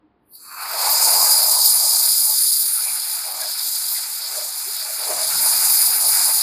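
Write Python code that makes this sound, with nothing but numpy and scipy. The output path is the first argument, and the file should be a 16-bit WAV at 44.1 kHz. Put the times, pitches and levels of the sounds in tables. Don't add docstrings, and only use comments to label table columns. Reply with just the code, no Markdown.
import sys
import numpy as np
from scipy import signal
from scipy.fft import rfft, irfft, next_fast_len
from scipy.io import wavfile

SR = 44100
rng = np.random.default_rng(int(sys.argv[2]) if len(sys.argv) > 2 else 0)


def to_wav(s):
    ch = np.atleast_2d(s).T
    pcm = np.round(np.clip(ch, -1, 1) * 32767)
    wavfile.write(sys.argv[1], SR, pcm.astype(np.int16))


N = 283122
TIME = np.arange(N) / SR

VALVE_OPEN_S, VALVE_FULL_S, VALVE_DB_PER_S = 0.32, 0.93, 55
FULL_FLOW_S, FLOW_RISE_S = 0.63, 0.12
NOZZLE_WAKE_S, LOWER_WAKE_S, WAKE_RISE_S = 0.337, 0.39, 0.047
CLOTH_WAKE_S, CLOTH_RISE_S = 0.535, 0.07
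LOWER_DB, LOWER_FOLLOWS = -2.5, 0.88
UPPER_DB, UPPER_FOLLOWS = -0.34, 0.38

# t/s, level/dB
JET_STRENGTH = [(0.92, -15), (1.35, -14.0), (1.5, -15), (1.65, -14.5), (2.6, -16), (3.0, -22), (3.3, -27),
                (3.65, -22.5), (3.92, -22.5), (4.12, -26.5), (4.5, -27), (5.0, -24.5), (5.5, -15.5),
                (5.78, -15.5), (6.02, -16.5), (6.2, -15.0), (6.42, -17)]
# t/s, level/dB
GUN_TILT = [(0.55, 1.5), (0.95, 2.5), (1.25, 1.5), (1.55, 0), (2.0, -2.5), (2.45, -4), (2.75, -11.5),
            (3.15, -2.0), (3.45, -0.5), (3.8, -2.0), (4.3, 2), (5.1, -1.5), (5.5, -4.0), (6.42, -3)]
# t/s, length/s, added level/dB
FIRST_SPIT = (.355, 0.028, 5.5)
# t/s, length/s, added level/dB
TOP_FLARES = [(.33, 0.054, 3), (3.915, 0.059, 4), (5.745, .09, 4.5)]
# f/Hz, relative level/dB
FIRST_HISS_SPECTRUM = [(1940, -63), (3300, -35), (3660, -19), (4040, -4), (4570, 8), (4750, 4), (5660, -21),
                       (6280, -16), (6830, -21), (7580, -6), (8520, -23), (9460, -6), (11600, -4),
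                       (13400, 4), (15600, -18)]
# f/Hz, relative level/dB
HISS_SPECTRUM = [(3120, -36), (5300, -7), (5590, -3), (5910, -11.5), (7140, -4.5), (8340, -8.5),
                 (9230, -2.5), (9750, -1.5), (11900, -5.5), (15500, -37), (22000, -120)]
# f/Hz, relative level/dB
TOP_HISS_SPECTRUM = [(6710, -25), (11400, 5), (11800, -3), (13400, -0.5), (15300, -13)]


def jet():
    spit_s, spit_length, spit_db = FIRST_SPIT
    strength_db, = in_time(JET_STRENGTH)
    valve_db = -VALVE_DB_PER_S * np.maximum(VALVE_FULL_S - TIME, 0)
    hiss_db = strength_db + valve_db + spit_db * swell(spit_s, spit_length, 0)

    tilt_db, = in_time(GUN_TILT)
    nozzle = from_db(tilt_db - 0.6) * rise(NOZZLE_WAKE_S, WAKE_RISE_S)
    lower = from_db(LOWER_DB + LOWER_FOLLOWS * tilt_db + 0.5 * drift(2.1))
    lower = lower * rise(LOWER_WAKE_S, WAKE_RISE_S)
    upper = from_db(UPPER_DB + UPPER_FOLLOWS * tilt_db + 0.25 * drift(3.6))
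    flare = from_db(sum(db * swell(s, length, 0) for s, length, db in TOP_FLARES))
    spray = from_db(-12) * droplets(per_s=460, spread_db=4.5)

    def steam():
        return eddies(patchy_db=1.53, rate=9) + spray

    nozzle_part = nozzle * nozzle_tone(steam(), hiss_db)
    lower_hump = lower * blown(steam(), FIRST_HISS_SPECTRUM, HISS_SPECTRUM, 5910, 9170)
    main_hump = blown(steam(), FIRST_HISS_SPECTRUM, HISS_SPECTRUM, 9080, 11100)
    top_hump = upper * flare * blown(steam(), FIRST_HISS_SPECTRUM, TOP_HISS_SPECTRUM, 12630, 17000)
    hiss = nozzle_part + lower_hump + main_hump + top_hump
    hiss = hiss / np.sqrt(1 + nozzle ** 2 + lower ** 2 + upper ** 2)
    sputter_db = 0.75 * drift(28) + 0.55 * drift(120)
    return hiss * from_db(hiss_db + sputter_db)


# f/Hz, relative level/dB
SOFT_NOZZLE_SPECTRUM = [(1710, -54), (2900, -26), (3360, -13), (3760, -7), (4780, 4), (5150, 2.5),
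                        (5610, -18), (5900, -11), (7670, -44), (13000, -120)]
# f/Hz, relative level/dB
HARD_NOZZLE_SPECTRUM = [(1710, -61), (2900, -27), (3310, -26), (3710, -14.5), (4810, 2.5), (5040, 3),
                        (5580, -14.5), (5900, -26), (7670, -45), (13000, -120)]
HARD_FROM_DB, HARD_RANGE_DB = -18.5, 4.5
WHISTLE_HZ, WHISTLE_DB = 4895, -5.5


def nozzle_tone(steam, hiss_db):
    hard = np.clip((hiss_db - HARD_FROM_DB) / HARD_RANGE_DB, 0, 1)
    whistle = from_db(WHISTLE_DB) * flutter(WHISTLE_HZ, rough=6.1, rate=130)
    sharp = from_db(-1.13) * coloured(steam, HARD_NOZZLE_SPECTRUM, 3020, 5500) + whistle
    soft = blown(steam, FIRST_HISS_SPECTRUM, SOFT_NOZZLE_SPECTRUM, 2440, 5600)
    return (1 - hard) * soft + hard * sharp


def droplets(per_s, spread_db):
    falls = rng.random(N) < per_s / SR
    sizes = falls * from_db(spread_db * np.minimum(rng.exponential(1, N), 4))
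    fade = np.exp(-1000 / SR)
    power = signal.lfilter([1], [1, -fade], sizes ** 2 + 1e-18)
    return rms_one(np.sqrt(power) * rng.standard_normal(N))


# t/s, level/dB
CLOTH_RUSH = [(0.6, -35.0), (1.15, -34.5), (1.65, -43), (2.5, -46.5), (3.0, -42.5), (3.4, -42.5),
              (3.7, -45), (4.93, -42.5), (5.03, -39.5), (5.47, -36.5), (5.9, -36.5), (6.2, -36.5),
              (6.42, -38.5)]
# t/s, length/s, roar level/dB, deep roar level/dB
GARMENT_BILLOWS = [(0.872, 0.12, -29.5, -53), (1.177, 0.14, -28, -41), (1.506, 0.15, -32.5, -54.5),
                   (1.836, 0.14, -38.5, -54), (2.03, 0.071, -41.5, -66), (2.298, 0.05, -39.5, -70),
                   (2.878, 0.024, -42.5, -76), (3.29, 0.049, -40, -53), (3.406, 0.068, -38.5, -63),
                   (4.37, 0.15, -46, -51.5), (4.868, 0.058, -47, -61), (5.02, .035, -39.5, -45),
                   (5.112, .045, -34.5, -35), (5.467, 0.051, -36, -61), (6.064, 0.045, -35.5, -50),
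                   (6.29, 0.025, -33.5, -57)]
# t/s, f/Hz, length/s, level/dB
CLOTH_FOLDS = [(0.754, 660, 0.034, -34), (1.075, 880, 0.024, -27), (1.215, 1080, 0.05, -35),
               (1.44, 663, 0.083, -35.5), (2.792, 1400, .017, -36.5), (2.88, 2350, 0.044, -38),
               (3.432, 1626, 0.026, -39), (3.447, 659, 0.049, -40), (3.962, 2070, 0.01, -38.5),
               (4.409, 610, 0.041, -38.5), (4.684, 396, 0.027, -48.5), (4.88, 639, 0.058, -44.5),
               (5.11, 430, 0.024, -34.5), (5.108, 700, 0.023, -31.5), (5.18, 640, 0.075, -35),
               (5.345, 1440, 0.036, -33)]
# f/Hz, relative level/dB
FIRST_RUSH_SPECTRUM = [(290, -70), (500, -40), (684, -45), (759, -22), (1060, 2), (1410, 3), (1990, -15),
                       (2570, -2), (2990, -47), (3400, -48), (4420, -78), (7480, -120)]
# f/Hz, relative level/dB
ROAR_SPECTRUM = [(150, -52), (250, -48), (334, -12), (423, -11.5), (471, -11), (539, -10.5), (596, -2.5),
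                 (650, 0), (869, 4), (1030, 0), (1250, -4), (1620, -31), (2750, -120)]
# f/Hz, relative level/dB
RUSH_SPECTRUM = [(620, -28), (1050, -2.5), (1460, -0.5), (1810, -6), (2360, -2), (2970, -13.5), (3300, -18),
                 (4290, -42), (7260, -120)]
RUSH_REF_DB, ROAR_DB, DEEP_DB, ROAR_FOLLOWS = -40, -43, -57, 1.6


def cloth():
    rush_db, = in_time(CLOTH_RUSH)
    reached = rise(CLOTH_WAKE_S, CLOTH_RISE_S)
    push = from_db(ROAR_FOLLOWS * (rush_db - RUSH_REF_DB)) * reached
    billow = sum(swell(s, length, db) for s, length, db, _ in GARMENT_BILLOWS)
    deep_billow = sum(swell(s, length, db) for s, length, _, db in GARMENT_BILLOWS)

    steady_level = from_db(ROAR_DB + 1.3 * drift(8)) * push
    steady_eddies = eddies(patchy_db=1.2, rate=15)
    steady_roar = steady_level * blown(steady_eddies, FIRST_RUSH_SPECTRUM, ROAR_SPECTRUM, 690, 1360)
    billow_roar = billow * coloured(eddies(patchy_db=0.8, rate=34), ROAR_SPECTRUM, 480, 1800)

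    deep_level = np.hypot(from_db(DEEP_DB) * push * rise(FULL_FLOW_S, FLOW_RISE_S), deep_billow)
    deep_roar = deep_level * coloured(eddies(patchy_db=2.0, rate=55), ROAR_SPECTRUM, 405, 579, order=8)

    rush_eddies = eddies(patchy_db=1.6, rate=12)
    rush = blown(rush_eddies, FIRST_RUSH_SPECTRUM, RUSH_SPECTRUM, 1211, 3100)
    rush = from_db(rush_db - 0.5) * reached * rush
    folds = sum(swell(s, length, db - 0.5) * flutter(hz, rough=2.1, rate=hz / 12)
                for s, hz, length, db in CLOTH_FOLDS)
    return (steady_roar + billow_roar + deep_roar + rush) * from_db(0.9 * drift(32)) + folds


# t/s, length/s, rumble level/dB, deep thump level/dB
STEAM_GUSTS = [(0.956, 0.12, -58.5, -62), (1.162, 0.11, -55, -62), (2.91, 0.046, -64, -62),
               (3.34, 0.023, -64, -80), (5.167, 0.045, -56, -61), (5.387, 0.11, -48, -58),
               (5.65, 0.086, -53.5, -67), (5.914, 0.11, -53, -65), (6.094, 0.048, -62, -72),
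               (6.254, 0.28, -58, -66)]
# f/Hz, relative level/dB
RUMBLE_SPECTRUM = [(15, -47), (25, -17), (48, -8), (81, -18), (135, -1), (204, -11.5), (235, -8), (350, 3),
                   (460, -32), (770, -120)]


def gusts():
    lumps = sum(swell(s, length, db) for s, length, db, _ in STEAM_GUSTS)
    thumps = sum(swell(s, length, db) for s, length, _, db in STEAM_GUSTS)
    rumble = coloured(eddies(patchy_db=1.0, rate=14), RUMBLE_SPECTRUM, 85, 270, order=4)
    thump = coloured(eddies(patchy_db=1.0, rate=10), RUMBLE_SPECTRUM, 38, 109, order=4)
    return lumps * rumble + thumps * thump


# delay t/s, level/dB
SURFACE_ECHOES = [(0.00304, -26), (0.00476, -42), (0.00682, -23), (0.00808, -20), (0.01152, -16.5),
                  (0.01406, -11)]
ECHO_CUT_HZ = 3300


def reflections(x):
    def gain_at(hz):
        echoes = sum(from_db(db) * np.exp(-2j * np.pi * hz * s) for s, db in SURFACE_ECHOES)
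        return 1 + echoes / (1 + 1j * hz / ECHO_CUT_HZ)
    return filtered(x, gain_at)


# f/Hz, relative level/dB
AIR_SPECTRUM = [(18, -46), (30, -7), (60, -18), (81, -10), (113, -14), (206, -8.5), (231, -8), (301, -6),
                (393, -8), (714, -19), (781, -12.5), (4910, -40), (6000, -64), (7800, -94), (13200, -120)]
# f/Hz, level/dB
MACHINE_HUM = [(58, -79.5), (119.5, -76.5), (148, -81), (300, -79), (712, -74.5)]
# t/s, f/Hz, length/s, level/dB
FAINT_RING = (.05, 307, .028, -56)


def shop():
    air = from_db(-64) * coloured(eddies(patchy_db=0.3, rate=6), AIR_SPECTRUM, 46, 5500, order=4)
    hum = sum(from_db(db) * flutter(hz, rough=0.57, rate=3.3) for hz, db in MACHINE_HUM)
    s, hz, length, db = FAINT_RING
    ring = swell(s, length, db) * flutter(hz, rough=0.17, rate=11)
    return air + hum + ring


def blown(source, first, full, low_hz, high_hz):
    flow = rise(FULL_FLOW_S, FLOW_RISE_S)
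    early = coloured(source, first, low_hz, high_hz)
    return (1 - flow) * early + flow * coloured(source, full, low_hz, high_hz)


def eddies(patchy_db, rate):
    return rms_one(rng.standard_normal(N) * from_db(patchy_db * drift(rate)))


def flutter(hz, rough, rate):
    wobble = 1 + rough * (drift(rate) + 1j * drift(rate))
    return rms_one(np.real(wobble * np.exp(2j * np.pi * hz * TIME)))


def drift(rate):
    r = np.exp(-2 * np.pi * rate * 8 / SR)
    slow = signal.lfilter([1], [1, -2 * r, r * r], rng.standard_normal(N // 8 + 4002))[4000:]
    return np.interp(np.arange(N) / 8, np.arange(len(slow)), rms_one(slow))


def coloured(x, spectrum, low_hz, high_hz, order=16):
    points_hz, points_db = np.transpose(spectrum)

    def gain_at(hz):
        low_edge = 1 + (low_hz / hz) ** (2 * order)
        high_edge = 1 + (hz / high_hz) ** (2 * order)
        level_db = np.interp(np.log(hz), np.log(points_hz), points_db)
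        return from_db(level_db) / np.sqrt(low_edge * high_edge)
    return rms_one(filtered(x, gain_at))


def filtered(x, gain_at):
    size = next_fast_len(N + 4096)
    hz = np.maximum(np.fft.rfftfreq(size, 1 / SR), 1)
    return irfft(rfft(x, size) * gain_at(hz), size)[:N]


def swell(s, length, db):
    return from_db(db) * np.exp(-np.minimum(((TIME - s) / length) ** 2, 50))


def rise(s, rise_s):
    return 0.5 + 0.5 * np.tanh((TIME - s) / rise_s)


def in_time(rows):
    s, *columns = np.transpose(rows)
    return [np.interp(TIME, s, c) for c in columns]


def from_db(db):
    return 10 ** (np.asarray(db) / 20)


def rms_one(x):
    return x / np.sqrt(np.mean(x ** 2) + 1e-20)


def scene():
    steam = from_db(-0.3) * reflections(jet() + cloth()) + gusts()
    mono = rise(VALVE_OPEN_S, WAKE_RISE_S) * steam + shop()
    return np.array([mono, mono])


def record(dry):
    def gain_at(hz):
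        return 0.5 - 0.5 * np.tanh((hz - 15520) / 40)
    return np.array([filtered(x, gain_at) for x in dry])


dry = scene()
out = record(dry)
to_wav(out)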